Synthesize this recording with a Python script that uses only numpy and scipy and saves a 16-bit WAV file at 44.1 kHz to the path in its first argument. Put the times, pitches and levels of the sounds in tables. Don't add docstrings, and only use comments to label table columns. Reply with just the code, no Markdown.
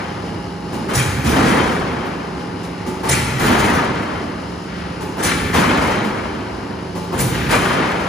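import sys
import numpy as np
from scipy import signal
from scipy.fft import rfft, irfft, next_fast_len
from scipy.io import wavfile
from scipy.ndimage import uniform_filter1d, minimum_filter1d, map_coordinates

SR = 44100
rng = np.random.default_rng(int(sys.argv[2]) if len(sys.argv) > 2 else 0)


def put_to_file(sound):
    columns = np.atleast_2d(sound).T
    safe = np.clip(columns, -1, 1)
    whole_steps = np.round(safe * 32767)
    wavfile.write(sys.argv[1], SR, whole_steps.astype(np.int16))


N = 356352


def amp(db):
    return 10 ** (np.asarray(db) / 20)


def unit(x):
    return x / np.sqrt(np.mean(x ** 2) + 1e-20)


def along(points, hz):
    f, v = np.transpose(points)
    return np.interp(np.log(hz + 1), np.log(f + 1), v)


def clock():
    return np.arange(N) / SR


def curve(rows):
    return np.interp(clock(), *np.transpose(rows))


def wobble(rate):
    knots = rng.standard_normal(int(N * rate / SR) + 4)
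    return map_coordinates(knots, [clock() * rate])


def filtered(x, response):
    size = next_fast_len(N + SR // 2)
    hz = np.fft.rfftfreq(size, 1 / SR)
    return irfft(rfft(x, size) * response(hz), size)[..., :N]


def noise(spectrum):
    white = rng.standard_normal((2, N))
    return unit(filtered(white, lambda hz: amp(along(spectrum, hz))))


def shifting(spectrum, depth_db, width_hz, life):
    hz, t, z = signal.stft(noise(spectrum), SR, nperseg=1024)
    place = np.meshgrid(hz / width_hz, t / life, indexing="ij")
    field = map_coordinates(rng.standard_normal((600, 700)), place, order=1)
    return unit(signal.istft(z * amp(depth_db * field), SR, nperseg=1024)[1][:, :N])


def burst(start, length, rise, fall):
    t = np.maximum(clock() - start, 0)
    return (1 - np.exp(-t / rise)) * amp(-60 * np.maximum(t - length, 0) / fall)


# (frequency [Hz], time [s])
HALL_DECAY = [(100, 2.3), (1000, 4.2), (4000, 1.5), (8000, 0.84), (14000, 0.6)]


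def hall(x, wet_db):
    hz, t, z = signal.stft(rng.standard_normal((2, 3 * SR // 2)), SR, nperseg=256)
    decay = amp(-60 * t / along(HALL_DECAY, hz)[:, None])
    build_up = 1 - np.exp(-t / 0.021)
    tail = signal.istft(z * decay * build_up, SR, nperseg=256)[1]
    tail = tail / np.linalg.norm(tail[0])
    return x + amp(wet_db) * signal.fftconvolve(x, tail, axes=1)[:, :N]


# (frequency [Hz], relative density [dB])
DRONE = [(25, -48), (45, -14.5), (62, 0.5), (150, -2), (235, -3), (380, -3.5), (560, -8.5), (850, -9),
         (1200, -11.5), (2300, -21), (3400, -29), (5000, -28.5), (7500, -62), (10300, -37.5), (15500, -64)]
DRONE_DB = -29.5
# (frequency [Hz], relative density [dB])
OIL = [(1800, -46), (2850, 5), (3400, -9), (4250, -1.5), (4600, -5), (5050, 0.5), (6000, -8), (10000, -15),
       (14000, -26)]
# (time [s], level [dB])
PISTONS = [(0, -34), (.7, -32.5), (2.6, -35.5), (4.9, -32.5), (6, -46.5), (8.08, -35)]
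PISTON_WAVER_DB, PISTON_DRIFT_RAD = 5.5, 0.59
# (multiple of the shaft rate [1], level [dB])
PUMP_TONES = [(4, -47), (8, -39), (9, -46), (11, -51), (12, -42), (14, -52), (15, -40), (16, -47),
              (17, -51.5), (18, -51.5), (21, -47.5), (27, -52.5), (37, -48.5)]
# (time [s], level [dB])
WHINE = [(0, -38.5), (.9, -37), (1.6, -40), (2.8, -42), (3.3, -43), (4.2, -54), (5.1, -44), (6, -52),
         (8.08, -52)]
# (frequency [Hz], level [dB])
MOTOR = [(133, -47), (266, -45.5)]
SHAFT_HZ = 24.9


def pump():
    turns = SHAFT_HZ * clock() + .003 * wobble(3)

    def tone(order, db, waver_db, drift):
        level = amp(db + waver_db * wobble(1.884))
        return level * np.sin(2 * np.pi * order * turns + drift * wobble(5))

    hum = tone(7, curve(PISTONS), PISTON_WAVER_DB, PISTON_DRIFT_RAD)
    hum = hum + sum(tone(order, db, waver_db=1.2, drift=0.25) for order, db in PUMP_TONES)
    whine_level = amp(curve(WHINE) + 0.96 * wobble(23))
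    whine = whine_level * np.sin(2 * np.pi * 829 * clock() + 0.22 * wobble(24))
    motor = sum(tone(hz / SHAFT_HZ, db, waver_db=0.5, drift=1.0) for hz, db in MOTOR)
    tones = np.sqrt(2) * (hum + whine + motor)
    pulses = amp(0.95 * np.sin(4 * np.pi * turns) + np.sin(8 * np.pi * turns) + wobble(15.0))
    hiss = amp(-44 + 0.71 * wobble(3.72)) * pulses * noise(OIL)
    rumble = amp(DRONE_DB + 1.3 * wobble(6.3)) * noise(DRONE)
    return np.array([tones, np.zeros(N)]) + hiss + rumble


# (frequency [Hz], relative density [dB])
STRAIN = [(40, -27), (65, 4), (90, 2), (140, 5), (220, -33.5)]
STRAIN_DB, STRAIN_T60_S = -27, .3


def strain():
    load = 0
    for bite, release in zip(BITES, RELEASES):
        load = load + burst(bite[0], release[0] - bite[0], rise=0.023, fall=STRAIN_T60_S)
    return amp(STRAIN_DB) * load * noise(STRAIN)


# (time [s], level [dB], tick level relative to the knock [dB])
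KNOCKS = [(.728, -28, -23), (0.884, -23.5, -31), (2.05, -27.5, -29), (2.63, -40, -1), (2.872, -30, -23),
          (3.031, -22, -18), (5.015, -28, -23), (5.167, -25.5, -32), (6.04, -23, -26), (6.955, -28, -21),
          (7.033, -32, -18), (7.122, -22.5, -28)]
KNOCK_T60_S = 0.19
# (frequency [Hz], relative density [dB])
KNOCK = [(60, -15), (200, 0), (400, 3), (620, -3), (1000, -0.5), (1400, -9), (2400, -20), (6000, -30)]


def knocks():
    blows = [amp(db) * burst(s, 0.016, rise=0.0032, fall=KNOCK_T60_S) for s, db, _ in KNOCKS]
    ticks = sum(amp(tick_db) * blow for blow, (_, _, tick_db) in zip(blows, KNOCKS))
    return hall(sum(blows) * noise(KNOCK) + ticks * noise(CLASH), wet_db=-3.5)


# (time [s], level [dB])
VALVE = [(.725, -35.5), (2.861, -33.5), (5.005, -35), (6.95, -36)]
# (frequency [Hz], level relative to the click [dB], 60 dB decay time [s])
PIPES = [(370.6, 8, 0.26), (864, 8, .25), (1183, -2, 0.18)]


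def valve():
    force = sum(amp(db) * burst(s, 0.03, rise=0.0033, fall=0.21) for s, db in VALVE)
    click = force * (amp(-4) * noise(CLASH) + amp(-2) * noise(CLANG))
    t = np.arange(SR // 2) / SR
    pipes = sum(amp(db - 60 * t / t60) * np.sin(2 * np.pi * hz * t) for hz, db, t60 in PIPES)
    pipes = pipes * (1 - np.exp(-t / 0.0029))
    for s, db in VALVE:
        click[0, round(s * SR):][:len(t)] += amp(db) * pipes
    return hall(click, wet_db=0)


# (time [s], level [dB], length [s])
DRAGS = [(0.971, -25, 0.052), (2.58, -44.5, 0.28), (3.1, -23.5, 0.07), (4.67, -38.5, 0.2),
         (5.25, -21.5, 0.064), (7.31, -29, 0.2)]
# (frequency [Hz], relative density [dB])
RASP = [(400, -46), (1200, 1), (1900, 1), (2350, -1.5), (2900, -4.5), (3600, -8.5), (6000, -16.5),
        (12000, -44)]


def drag():
    force = sum(amp(db) * burst(s, length, rise=0.012, fall=0.17) for s, db, length in DRAGS)
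    roughness = amp(2.35 * wobble(90))
    return hall(roughness * force * noise(RASP), wet_db=-2.5)


# (time [s], level [dB], pitch [Hz], 60 dB decay time [s])
THUDS = [(.945, -11, 124, .3), (.94, -24, 75.4, .4), (1.255, -16, 73, .3), (1.263, -17, 108, 0.28),
         (1.346, -14, 265.6, 0.41), (1.564, -17, 123, .2), (3.10, -12, 131, .3), (3.09, -20, 77.5, .5),
         (3.335, -16, 135, .3), (3.49, -11, 244, .23), (5.235, -21, 85, 0.34), (5.534, -15, 86, .25),
         (6.05, -16, 209.5, 0.35), (7.2, -17, 128.6, 0.56), (7.27, -17, 105, 0.25)]
THUD_RISE_S = 0.0059


def thuds():
    sound = np.zeros(N)
    for s, db, hz, t60 in THUDS:
        sound += amp(db) * burst(s, 0, THUD_RISE_S, t60) * np.sin(2 * np.pi * hz * (clock() - s))
    return hall(np.array([sound, np.zeros(N)]), wet_db=-10.0)


# (time [s], level [dB], pitch [Hz], 60 dB decay time [s])
CLANKS = [(.945, -23, 5660, 0.25), (.985, -20, 2400, 0.26), (.995, -27, 3200, 0.29),
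          (3.042, -18, 880, 0.17), (3.107, -22, 6940, 0.13), (3.11, -18, 6450, 0.12),
          (3.13, -20, 2350, .25), (3.135, -26.5, 4500, 0.29), (5.24, -23.5, 5950, 0.28),
          (5.27, -29, 4100, .35), (7.19, -24, 7200, 0.14), (7.211, -18, 9300, 0.11), (7.52, -18, 2400, .25)]
CLANK_WIDTH, CLANK_RISE_S = .06, .005


def clanks():
    sound = np.zeros((2, N))
    t = np.arange(SR // 2) / SR
    hz = np.fft.rfftfreq(len(t), 1 / SR)
    for s, db, pitch, t60 in CLANKS:
        band = 1 / (1 + (2 * (hz / pitch - 1) / CLANK_WIDTH) ** 2)
        modes = unit(irfft(rfft(rng.standard_normal((2, len(t)))) * band, len(t)))
        shape = amp(db - 60 * t / t60) * (1 - np.exp(-t / CLANK_RISE_S))
        sound[:, round(s * SR):][:, :len(t)] += modes * shape
    return hall(sound, wet_db=-14)


# (frequency [Hz], relative level [dB], 60 dB decay time [s])
STEEL = [(848, 5, 1), (2318, 13, 0.13), (4300, -13, 0.32), (5609, -14, 0.6), (5978, -17, 0.36),
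         (6472, -13, 0.57), (6800, -10, 0.55), (7204, -18, 0.76), (8136, -7, .3), (9674, -9, .45),
         (10159, 10, 0.44)]


def ring(force):
    t = np.arange(SR) / SR
    modes = sum(amp(db - 60 * t / t60) * np.sin(2 * np.pi * hz * t) for hz, db, t60 in STEEL)
    modes = modes / np.linalg.norm(modes)
    return signal.fftconvolve(force * rng.standard_normal((2, N)), modes[None], axes=1)[:, :N]


# (time [s], crunch level [dB], crunch length [s], snap level [dB], snap delay [s],
# thump level [dB], thump length [s])
BITES = [(0.932, -22.5, 0.06, -20, 0.02, -21, 0.028), (3.083, -20.5, 0.049, -23, 0.0061, -22, 0.038),
         (5.225, -21, 0.042, -27, 0.003, -26, 0.036), (7.176, -25, 0.036, -19, 0.025, -14.5, 0.04)]
# (time [s], clash level [dB], clang level [dB], thump level [dB],
# blow length [s], rattle level [dB], boom level [dB], swell time constant [s], rattle 60 dB decay time [s])
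RELEASES = [(1.23, -28, -23.5, -25, 0.083, -17.5, -17, 0.055, 2.6),
            (3.38, -28.5, -19.5, -22, 0.097, -17, -19.5, 0.041, 2.17),
            (5.526, -23.5, -14, -23, 0.036, -18, -19.5, 0.013, 2.37),
            (7.485, -22.5, -14.5, -24, 0.042, -20, -26, 0.02, 4)]
# (frequency [Hz], relative density [dB])
CRUNCH = [(300, -28), (900, -6), (1500, 3.5), (2000, 9), (2400, -2.5), (3200, 1), (4600, 1.5), (7000, 4.5),
          (9500, 6.5), (11000, -4), (15500, -7)]
# (frequency [Hz], relative density [dB])
SNAP = [(2000, -24), (4500, -14), (6500, -10), (8000, 6), (10200, -3), (11500, 1), (15500, -9)]
# (frequency [Hz], relative density [dB])
CLASH = [(300, -28), (1500, -2.5), (4500, 1.5), (7000, 1.5), (10000, 0), (12000, -6), (15500, -8.5)]
# (frequency [Hz], relative density [dB])
CLANG = [(80, -15), (250, 13), (600, -4), (1200, -19), (2200, -5), (4000, -10), (9000, -52)]
# (frequency [Hz], relative density [dB])
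THUMP = [(25, -37), (50, -8), (80, -4.5), (140, 3), (220, -54), (500, -19), (1500, -31.5)]


def press():
    slips = amp(1.95 * wobble(130))
    bite = slips * sum(amp(db) * burst(s, length, rise=.006, fall=.2) for s, db, length, *_ in BITES)
    scrape = sum(amp(db - 13.0) * burst(s - .045, 0.038, rise=0.016, fall=0.046) for s, db, *_ in BITES)
    snap = sum(amp(db) * burst(s + delay, .009, rise=.003, fall=.05) for s, _, _, db, delay, _, _ in BITES)

    clash, clang = 0, 0
    thump_blows = [(s, db, length) for s, *_, db, length in BITES]
    for s, clash_db, clang_db, thump_db, length, *_ in RELEASES:
        clash = clash + slips * amp(clash_db) * burst(s, length, rise=0.026, fall=0.26)
        clang = clang + amp(clang_db) * burst(s + 0.014, length, rise=0.019, fall=0.23)
        thump_blows.append((s, thump_db, length))
    thump = sum(amp(db) * burst(s + 0.0094, length, rise=0.0039, fall=0.4) for s, db, length in thump_blows)

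    def steel(spectrum):
        return shifting(spectrum, depth_db=4.5, width_hz=150, life=.025)

    edges = (bite + scrape) * steel(CRUNCH) + clash * steel(CLASH) + snap * steel(SNAP)
    ringing = ring(bite + snap + clash)
    frame = clang * noise(CLANG) + thump * noise(THUMP)
    return hall(amp(0.6) * edges + amp(-12.5) * ringing, wet_db=-2.5) + hall(amp(-1.5) * frame, wet_db=-5)


# (time [s], level [dB], length [s])
SURGES = [(1.328, -22, 0.047), (1.44, -26, .05), (1.559, -24.5, 0.077), (3.473, -19, 0.059),
          (3.69, -25, 0.079), (5.554, -15, .025), (7.513, -16.5, .03), (7.758, -23.5, 0.077)]


def surges():
    force = sum(amp(db) * burst(s, length, rise=0.013, fall=0.3) for s, db, length in SURGES)
    force = amp(2.4 * wobble(110)) * force
    return hall(force * (noise(RATTLE) + amp(-3.0) * noise(BOOM)), wet_db=-8.5)


CLATTER_PER_S, CLATTER_T60_S = 20, .09
CLATTER_LOW_HZ, CLATTER_HIGH_HZ = 448.6, 3003


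def clatter(count=6, size=16):
    t = np.arange(SR // 8) / SR
    sound = np.zeros((2, N))
    for _ in range(count):
        detune = np.exp(0.0599 * rng.standard_normal(size))
        hz = np.geomspace(CLATTER_LOW_HZ, CLATTER_HIGH_HZ, size) * detune
        modes = rng.standard_normal((2, size)) @ np.sin(2 * np.pi * hz[:, None] * t)
        modes = modes * amp(-60 * t / CLATTER_T60_S)
        contacts = (rng.random(N) < CLATTER_PER_S / SR) * rng.uniform(0.47, 1, N)
        sound += signal.oaconvolve(contacts[None], modes, axes=1)[:, :N]
    return unit(sound)


# (time [s], rattle level [dB], boom level [dB], rattle swell time constant [s])
CLAMPS = [(0.88, -24, -25.5, 0.016), (3.03, -23.5, -25, 0.014), (5.17, -21.5, -22, 0.03),
          (7.12, -26, -22, 0.03)]
CLAMP_HOLD_S, CLAMP_T60_S, CLAMP_BOOM_T60_S = 0.068, 1.25, 3.1
JOLT_DB, JOLT_BOOM_DB, JOLT_HOLD_S, JOLT_T60_S = -4, 8, 0.03, 0.4
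IDLE_RATTLE_DB, IDLE_BOOM_DB = -46.5, -38
RUN_DELAY_S = 0.0043
SLAM_DB, SLAM_T60_S = -6, 0.31
RATTLE_HOLD_S, BOOM_HOLD_S, BOOM_T60_S = 0.31, 0.3, 2.4
EARLIER_AGO_S, EARLIER_DB, EARLIER_T60_S = 0.69, -12, 1.52


def shaking():
    rattle = [amp(IDLE_RATTLE_DB + 1.5 * wobble(3.6))]
    boom = [amp(IDLE_BOOM_DB + 2.1 * wobble(6.6))]
    for s, db in VALVE:
        jolt = amp(db) * burst(s, JOLT_HOLD_S, rise=0.0055, fall=JOLT_T60_S)
        rattle.append(amp(JOLT_DB) * jolt)
        boom.append(amp(JOLT_BOOM_DB) * jolt)
    for s, rattle_db, boom_db, swell in CLAMPS:
        rattle.append(amp(rattle_db) * burst(s, CLAMP_HOLD_S, swell, CLAMP_T60_S))
        boom.append(amp(boom_db) * burst(s, CLAMP_HOLD_S, rise=0.03, fall=CLAMP_BOOM_T60_S))
    for s, _, clang_db, _, length, rattle_db, boom_db, swell, t60 in RELEASES:
        start = s + RUN_DELAY_S
        rattle.append(amp(clang_db + SLAM_DB) * burst(start, length, rise=0.0076, fall=SLAM_T60_S))
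        rattle.append(amp(rattle_db) * burst(start, RATTLE_HOLD_S, swell, t60))
        boom.append(amp(boom_db) * burst(start, BOOM_HOLD_S, swell, BOOM_T60_S))
    earlier = burst(-EARLIER_AGO_S, RATTLE_HOLD_S, rise=.04, fall=EARLIER_T60_S)
    rattle.append(amp(EARLIER_DB) * earlier)
    return np.linalg.norm(rattle, axis=0), np.linalg.norm(boom, axis=0)


# (frequency [Hz], relative density [dB])
RATTLE = [(200, -38), (450, 3), (900, 5), (1300, 3.5), (2100, -3), (3100, -12), (4000, -15), (5300, -19),
          (6500, -24), (10000, -30.5), (15000, -118)]
# (frequency [Hz], relative density [dB])
BOOM = [(25, -47), (45, -10), (70, -1), (130, -2.5), (240, 3.5), (350, -1.5), (520, -6), (900, -55)]
CLATTER_DB, SCRAPE_DB = -8, -14


def sheet():
    rattle, flex = shaking()
    rattle = rattle * amp(0.32 * wobble(18))
    ripple = list(zip(np.arange(0, SR, 14), rng.standard_normal(SR)))
    plate = shifting(RATTLE, depth_db=2.5, width_hz=70, life=.05)
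    plate = unit(filtered(plate, lambda hz: amp(1.56 * along(ripple, hz))))
    rush = rattle * (amp(-0.7 + 0.87 * wobble(55)) * plate + amp(CLATTER_DB) * clatter())
    taps = (rng.random(N) < 300 / SR) * rng.random(N)
    chatter = unit(signal.lfilter([1], [1, -np.exp(-1 / (0.02 * SR))], taps))
    bright = amp(2.5) * chatter * rattle ** 2 * shifting(CLASH, depth_db=4, width_hz=110, life=.04)
    boom = flex * amp(0.76 * wobble(20)) * noise(BOOM)
    scrape = rattle * amp(SCRAPE_DB + 3.3 * wobble(70)) * noise(RASP)
    return rush + scrape + boom + hall(bright, wet_db=-25)


# (frequency [Hz], likeness [1])
ALIKE = [(100, .99), (350, 0.88), (780, 0.1), (1300, 0.55), (2150, 0.7), (3000, 0.5), (4100, 0.8),
         (5100, 0.12), (6400, 0.76), (7600, 0), (8550, -1.15), (9200, -0.05), (9800, 1.5), (10800, 1.5),
         (11400, -1.7), (12700, -0.7), (13350, 1), (14600, 2.5), (15350, -7)]
# (frequency [Hz], level difference [dB])
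TILT = [(60, -1.5), (120, -1.5), (240, -3), (480, -1.0), (950, 3.5), (1890, 3), (3770, 3), (7520, 0),
        (15000, 0)]
# (frequency [Hz], phase [rad])
LEAD = [(100, 0.046), (600, 0.26), (1400, -1.07), (2800, 0.76), (4000, 1), (5200, -0.35), (6400, 0.34),
        (15000, 0)]


def ports(field):
    def share(hz):
        angle = np.arccos(np.clip(along(ALIKE, hz), -.995, .995)) / 2
        return np.array([np.cos(angle), np.sin(angle)])

    common, apart = filtered(field, share)
    sides = np.array([[.5], [-.5]])

    def balance(hz):
        return amp(sides * along(TILT, hz)) * np.exp(1j * sides * along(LEAD, hz))

    return filtered(np.array([common + apart, common - apart]), balance)


def scene():
    background = pump() + strain() + knocks() + valve()
    stroke = drag() + thuds() + clanks() + press()
    return ports(background + stroke + surges() + sheet())


TOP_HZ = 15600


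def record(dry):
    ceiling = .8
    needed = np.minimum(1, ceiling / (np.abs(dry).max(axis=0) + 1e-9))
    gain = uniform_filter1d(minimum_filter1d(needed, size=200), size=200)
    return filtered(dry * gain, lambda hz: hz < TOP_HZ)


dry = scene()
out = record(dry)
put_to_file(out)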